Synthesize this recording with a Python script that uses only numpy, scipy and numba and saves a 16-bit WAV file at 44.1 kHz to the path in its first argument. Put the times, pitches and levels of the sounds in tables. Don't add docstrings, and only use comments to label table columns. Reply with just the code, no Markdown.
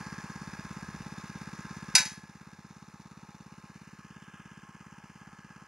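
import sys
import numpy as np
from scipy import signal
from scipy.fft import rfft, irfft
from scipy.io import wavfile
from numba import njit

SR = 44100
rng = np.random.default_rng(int(sys.argv[2]) if len(sys.argv) > 2 else 0)


def undo_db(level):
    steps = np.asarray(level, float) / 20
    return 10 ** steps


def store_pcm(level_fs):
    pcm = np.round(np.clip(level_fs, -1, 1) * 32767).astype(np.int16)
    wavfile.write(sys.argv[1], SR, np.atleast_2d(pcm).T)


N = 250047


def clock():
    return np.arange(N) / SR


def bump(s, half_s):
    return np.exp(-.5 * ((clock() - s) / half_s) ** 2)


def in_time(rows):
    s, *columns = np.transpose(rows)
    return [np.interp(clock(), s, column) for column in columns]


def rms_one(x):
    return x / np.sqrt(np.mean(x ** 2) + 1e-20)


def coloured(points):
    hz = np.maximum(np.fft.rfftfreq(N, 1 / SR), 1)
    point_hz, point_db = np.transpose(points)
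    shape_db = np.interp(np.log(hz), np.log(point_hz), point_db)
    return rms_one(irfft(rfft(rng.standard_normal(N)) * undo_db(shape_db), N))


def drift(cut_hz):
    lowpass = signal.butter(2, cut_hz, fs=SR, output="sos")
    return rms_one(signal.sosfilt(lowpass, rng.standard_normal(N + SR))[SR:])


def resonate(x, hz, width_hz):
    r = np.exp(-np.pi * width_hz / SR)
    zeros = np.array([1, 0, -1]) * (1 - r * r) / 2
    poles = [1, -2 * r * np.cos(2 * np.pi * hz / SR), r * r]
    return signal.lfilter(zeros, poles, x + 1e-18)


@njit
def moving_resonance(x, turn, r):
    y = np.zeros(len(x))
    for i in range(2, len(x)):
        y[i] = (1 - r * r) / 2 * (x[i] - x[i - 2]) + 2 * r * np.cos(turn[i]) * y[i - 1] - r * r * y[i - 2]
    return y


def notch(x, hz, depth, width_hz):
    r = np.exp(-np.pi * width_hz / SR)
    return x - np.clip(depth, 0, 5 / 6) * moving_resonance(x, 2 * np.pi * hz / SR, r)


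def clicks(times, sizes):
    at = np.round(np.ravel(times) * SR).astype(int)
    inside = (at >= 0) & (at < N)
    return np.bincount(at[inside], np.ravel(sizes)[inside], N)


# [start_s (centre), half_length_s, level_db]
GUSTS = [
    (0.497, .9, -64),
    (.6, 0.11, -66.5),
    (.95, 0.056, -56),
    (1.4, 0.034, -69),
    (1.823, .12, -69.5),
    (5.3, .6, -76),
]


def wind():
    band = signal.butter(2, [35, 110], "band", fs=SR, output="sos")
    rumble = signal.sosfilt(band, rng.standard_normal(N))
    calm_db = -80
    blowing = undo_db(calm_db) + sum(undo_db(level_db) * bump(s, half_s) for s, half_s, level_db in GUSTS)
    return blowing * undo_db(2.5 * drift(8)) * rms_one(rumble)


# [start_s, level_db, crack_t60_s]
BLOWS = [
    (1.9504, -17.5, 0.063),
    (1.951, -6.5, 0.045),
    (1.9529, -1.5, 0.023),
    (1.9599, -9, 0.032),
    (1.964, -13.5, .03),
    (1.9815, -13.5, .05),
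    (1.9885, -18.5, 0.044),
    (2.003, -22, .06),
    (2.052, -24.5, 0.078),
    (2.061, -37.5, 0.43),
]
# [pitch_hz, level_db, t60_s]
STEEL = [(863.5, -14.5, 0.4), (1018, -19.5, .22), (1336, -24, .3), (1512, -14.5, 0.18), (1654, -23.5, 0.8),
         (1700, -28.5, 1.3), (1761, -6, 0.07), (2083, -18.5, 0.2), (2305, -9.5, 0.14), (2400, -12, 0.095),
         (2610, -17, 0.14), (3063, -22, .2), (3730, -11.5, .15), (3864, -2.5, 0.066), (4220, -13, 0.15),
         (4470, 4, 0.039), (5040, -2, 0.054), (4870, -5.5, 0.045), (5350, -1.5, .05), (5717, -18.5, 0.34),
         (6130, 3, 0.054), (6210, -13.5, 0.29), (6874, -12, 0.16), (7270, -18, 0.33), (8840, -19, 0.25),
         (9400, -18, .07), (9570, -17, .3), (10580, -14, .4), (11680, -18, 0.107), (11500, -17.5, .12),
         (560, -26, .06), (705, -28, 0.056), (3300, -10, .1), (6600, -3.5, .04), (13500, -27, .2),
         (14160, -23.5, .15), (15000, -29, .25)]
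# [pitch_hz, level_db per Hz]
CRACK = [(180, -64), (300, -40.5), (1000, -13), (1350, -18), (2040, 0.5), (2250, -14.5), (2440, -1),
         (3180, -15.5), (3690, -9.5), (5050, 0), (7880, -6.5), (10400, -8.5), (15500, -42.5)]


def yard(x):
    t60_s, level_db, cut_hz = 0.27, -8.5, 1800
    length = SR // 2
    tail = rng.standard_normal(length) * undo_db(-60 * np.arange(length) / (SR * t60_s))
    tail = signal.sosfilt(signal.butter(1, cut_hz, fs=SR, output="sos"), tail)
    delayed = np.r_[np.zeros(600), tail / np.linalg.norm(tail)]
    return undo_db(level_db) * signal.fftconvolve(x, delayed)[:N]


def clank(ring_db, crack_db, rise_s):
    s, blow_db, crack_t60_s = np.transpose(BLOWS)
    start, length = round(s[0] * SR) - 200, SR
    t = np.arange(start, start + length) / SR
    age_s = np.clip(t - s[:, None], 0, 1)
    decay = undo_db(blow_db[:, None] - 60 * age_s / crack_t60_s[:, None])
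    chatter = np.linalg.norm(decay * (1 - np.exp(-age_s / rise_s)), axis=0)
    out = np.zeros(N)
    for hz, mode_db, t60_s in STEEL:
        hits = undo_db(mode_db + ring_db) * chatter * rng.standard_normal(length)
        r, w = undo_db(-60 / (t60_s * SR)), 2 * np.pi * hz / SR
        rung = signal.lfilter([0, np.sin(w)], [1, -2 * r * np.cos(w), r * r], hits + 1e-18)
        out[start:start + length] += resonate(rung, hz, 640.0)
    out[start:start + length] += undo_db(crack_db) * chatter * coloured(CRACK)[:length]
    return out + yard(out)


# [firing_number, late_ms]
HUNT = [(0, 0), (3, .3), (12, -.5), (15, 1), (18, 3.9), (24, 3.7), (33, 6.8), (36, 5.3), (48, 9.7),
        (51, 9.3), (60, 5.9), (65, 7.7), (74, 4.4), (79, 6.2), (87, 3.6), (90, 3.2), (96, .1), (98, 0)]


def firings():
    first_s, cycle_s, count = -.0487, .058476, 98
    number = np.arange(count + 1)
    late_s = np.interp(number, *np.transpose(HUNT)) / 1000
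    return np.round((first_s + cycle_s * number + late_s) * SR) / SR


# [swings_per_cycle, level_db]
WHINE = [
    (19, -70),
    (22, -83),
    (55, -64),
    (59, -65.5),
    (62, -57.5),
    (65, -78.5),
    (75, -75.5),
    (95, -70),
    (99, -78.5),
    (101, -63),
]


def whine(fired, waver_db, slip):
    turn = 2 * np.pi * np.interp(clock(), fired, np.arange(len(fired)))
    out = np.zeros(N)
    for order, level_db in WHINE:
        level = undo_db(level_db + waver_db * drift(5))
        phase = rng.uniform(0, 2 * np.pi) + slip * drift(6.4)
        out += level * np.sin(round(order) * turn + phase)
    return out


# [pitch_hz, level_db per Hz]
HISS = [(330, -33), (500, -20), (900, -12), (1700, -5.5), (2700, -3.5), (3600, -9), (5100, -6.5),
        (6500, -11), (7800, -18), (9000, -14.5), (10500, -23), (12500, -27), (14000, -26), (15600, -23)]
# [start_ms after firing peak, level_db]
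HISS_CYCLE = [
    (-15.5, -1),
    (-7.5, -1.5),
    (2, 3.5),
    (6, -1.5),
    (21.5, 1.5),
    (27, -1),
    (36, -0.5),
    (39, -1.5),
    (38.5, 4),
    (39, 3),
]


def hiss(fired, grain_db):
    ms, level_db = np.transpose(HISS_CYCLE)
    times = np.ravel(fired[:, None] + ms / 1000)
    swell_db = np.interp(clock(), times, np.tile(level_db, len(fired)))
    return rms_one(undo_db(swell_db + grain_db * drift(250)) * coloured(HISS))


# [start_ms after firing peak, level_db]
CONTACTS = [(-10.5, -3), (-12, -9), (-5.5, 5.5), (-3.5, 6.5), (-3.5, -0.5), (1.12, 6.5), (3, -1), (7, -1),
            (12, 4), (16, 2.5), (17, -3.5), (25, -5.5), (26.5, -2.5), (30.5, -5), (31, -8.5), (33, 2),
            (37.5, -7.5), (37, -2), (43.5, 2.5), (42.5, -7)]
# [pitch_hz, width_hz, level_db]
CASING = [(361.7, 40, -25.5), (440.5, 60, -14), (536, 60, -12), (631, 25, -7.5), (834, 55, 0),
          (960, 21, -0.5), (1062, 27, -3), (1118, 25, -0.5), (1270, 110, 0.5), (1477, 76, -9),
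          (1629.4, 40, 5.5), (1712, 49, -1), (2056, 130, -9.5), (2520, 160, -10), (2870, 72, -9.5),
          (3150, 92, -12), (3600, 69, -8), (4530, 260, -15), (5010, 64, -12), (5350, 69, -14.5),
          (5970, 69, -15), (6414, 330, -15), (7470, 120, -21), (9300, 340, -25.5), (10250, 150, -24.5)]
# [start_s (centre), half_length_s, low_modes_db, middle_modes_db]
CROSSINGS = [
    (3.0, .3, 1.6, -6),
    (3.5, .25, 3, -4.5),
    (4.35, .3, -3, 0.5),
]


def casing(fired, loose_db, loose_per_s):
    ms, level_db = np.transpose(CONTACTS)
    jitter_s = 4.5e-5 * rng.standard_normal((len(fired), len(ms)))
    times = fired[:, None] + ms / 1000 + jitter_s
    low_db = sum(low * bump(s, half_s) for s, half_s, low, _ in CROSSINGS)
    middle_db = sum(middle * bump(s, half_s) for s, half_s, _, middle in CROSSINGS)
    mid_swing_db = 5 * bump(4.35, 0.19)
    out = np.zeros(N)
    for hz, width_hz, mode_db in CASING:
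        shade_db = 0
        if hz < 1000:
            shade_db = low_db
        elif 1400 < hz < 2600:
            shade_db = middle_db
        elif 2600 < hz < 3400:
            shade_db = mid_swing_db
        coupling = rng.choice([-1, 1], len(ms))
        sizes = coupling * undo_db(level_db + 2.1 * rng.standard_normal(times.shape))
        loose = (rng.random(N) < loose_per_s / SR) * rng.standard_normal(N) * undo_db(loose_db)
        rung = resonate(clicks(times, sizes) + loose, hz, width_hz)
        out += undo_db(mode_db + shade_db + 1.2 * drift(4.2)) * rung
    return rms_one(out)


# [start_ms after firing peak, pressure_share, pulse_cut_hz]
GAS_PULSES = [
    (-7.18, 1.14, 190),
    (-3.51, -7.81, 120),
    (-3.33, 6.04, 93),
    (2.11, 1.04, 155),
    (9.53, -.84, 106),
    (13.53, 1.68, 74),
    (14.79, -1.28, 256),
    (23.6, .13, 340),
]
# [pitch_hz, width_hz, level_db]
PORT = [
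    (305, 90, 18.5),
    (450, 230, 8.5),
]


def exhaust(fired):
    strength = undo_db(.5 * rng.standard_normal(len(fired)))
    gas = np.zeros(N)
    for ms, share, cut_hz in GAS_PULSES:
        r = np.exp(-2 * np.pi * cut_hz / SR)
        pulse = signal.lfilter([1], [1, -2 * r, r * r], clicks(fired + ms / 1000, strength) + 1e-18)
        gas += share * pulse * (1 - r) * np.e
    thump = resonate(gas, hz=176, width_hz=46)
    snaps = clicks(fired - .0025, strength) + clicks(fired + .0135, 0.68 * strength)
    for hz, width_hz, port_db in PORT:
        thump = thump + undo_db(port_db) * resonate(resonate(snaps, hz, width_hz), hz, width_hz)
    tailpipe = -.33 * resonate(gas, hz=332, width_hz=171)
    return undo_db(-31.5) * (thump + tailpipe)


# [start_s, low_notch_hz, high_notch_hz, high_notch_depth 0-1]
PATH = [
    (0, 2920, 3580, .6),
    (.9, 3030, 4400, 0.45),
    (1.9, 3000, 4260, 0.38),
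    (3.2, 3030, 4850, 0.5),
    (3.95, 3300, 4610, .41),
    (4.13, 3700, 4400, .5),
    (4.33, 3915, 4660, 0.82),
    (4.55, 3700, 4350, .6),
    (4.8, 3680, 4300, .6),
    (5.67, 3560, 4400, 0.25),
]


def reflected_paths(machine):
    low_hz, high_hz, high_depth = in_time(PATH)
    low_depth = 0.69 + .12 * (low_hz - PATH[0][1]) / 100
    shake = 1 + 0.013 * drift(11)
    machine = notch(machine, low_hz * shake, low_depth, width_hz=1200)
    return notch(machine, high_hz / shake, high_depth, width_hz=1100)


def ports(x, lag, diffuse_db, diffuse_hz, mono_hz):
    hz = np.fft.rfftfreq(N, 1 / SR)
    scatter = rng.standard_normal(300) * np.exp(-np.arange(300) / 78.0)
    scatter = scatter / np.linalg.norm(scatter)
    diffuse = undo_db(diffuse_db) * rfft(scatter, N) * hz / np.hypot(hz, diffuse_hz)
    turn = np.pi * hz / SR * lag
    side = (diffuse - 1j * np.sin(turn)) * hz / np.hypot(hz, mono_hz)
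    return irfft(rfft(x) * np.array([np.cos(turn) + side, np.cos(turn) - side]), N)


def turned():
    turn_s, takes_s = 4.07, .06
    return .5 + .5 * np.tanh((clock() - turn_s) / takes_s)


def gain_db():
    start_db, duck_db, duck_s = -0.15, -8, 0.11
    sag_from_s, sag_db_per_s = 4.09, -1
    since_s = np.maximum(clock() - BLOWS[0][0], 0)
    ducked_db = duck_db * (1 - np.exp(-since_s / duck_s))
    return start_db + ducked_db + sag_db_per_s * np.maximum(clock() - sag_from_s, 0)


def scene():
    fired = firings()
    near = np.exp(-clock() / .45)
    casing_db = 3.5 * near + 2.5 * turned()
    hiss_db = 1 * near - 3 * turned()
    machine = undo_db(casing_db - 50.0) * casing(fired, loose_db=-5, loose_per_s=700.0)
    machine = machine + undo_db(casing_db) * whine(fired, waver_db=2, slip=.35)
    machine = machine + undo_db(hiss_db - 53.0) * hiss(fired, grain_db=-2.5)
    heard = exhaust(fired) + reflected_paths(machine)
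    heard = heard + clank(ring_db=-34.5, crack_db=-2.5, rise_s=0.0012)
    stereo = ports(heard, lag=0.91, diffuse_db=-12.5, diffuse_hz=12000, mono_hz=650)
    return stereo + wind() / undo_db(gain_db())


def low_pass(x):
    return signal.sosfilt(signal.butter(12, 15830, fs=SR, output="sos"), x)


def record(dry):
    x = signal.sosfilt(signal.butter(2, 60, "high", fs=SR, output="sos"), dry)
    clear = np.maximum(bump(4.57, 0.4), 0.8 * turned())
    dip_depth = .83 * (1 - clear)
    x = np.array([notch(side, np.full(N, 8400.), dip_depth, width_hz=890) for side in x])
    slid = .5 + .5 * np.tanh((clock() - 3.8) / .25)
    top_hz = 13300 + (11300 - 13300) * slid
    x = np.array([notch(side, top_hz, .75, width_hz=1600) for side in x])
    x = 2 * np.tanh(x * undo_db(gain_db()) / 2)
    x = x + undo_db(-84.5) * signal.lfilter([1, -.9], [1], rng.standard_normal(x.shape))
    x = signal.sosfilt(signal.cheby2(10, 60, 16600, fs=SR, output="sos"), x)
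    return low_pass(x)


dry = scene()
out = record(dry)
store_pcm(out)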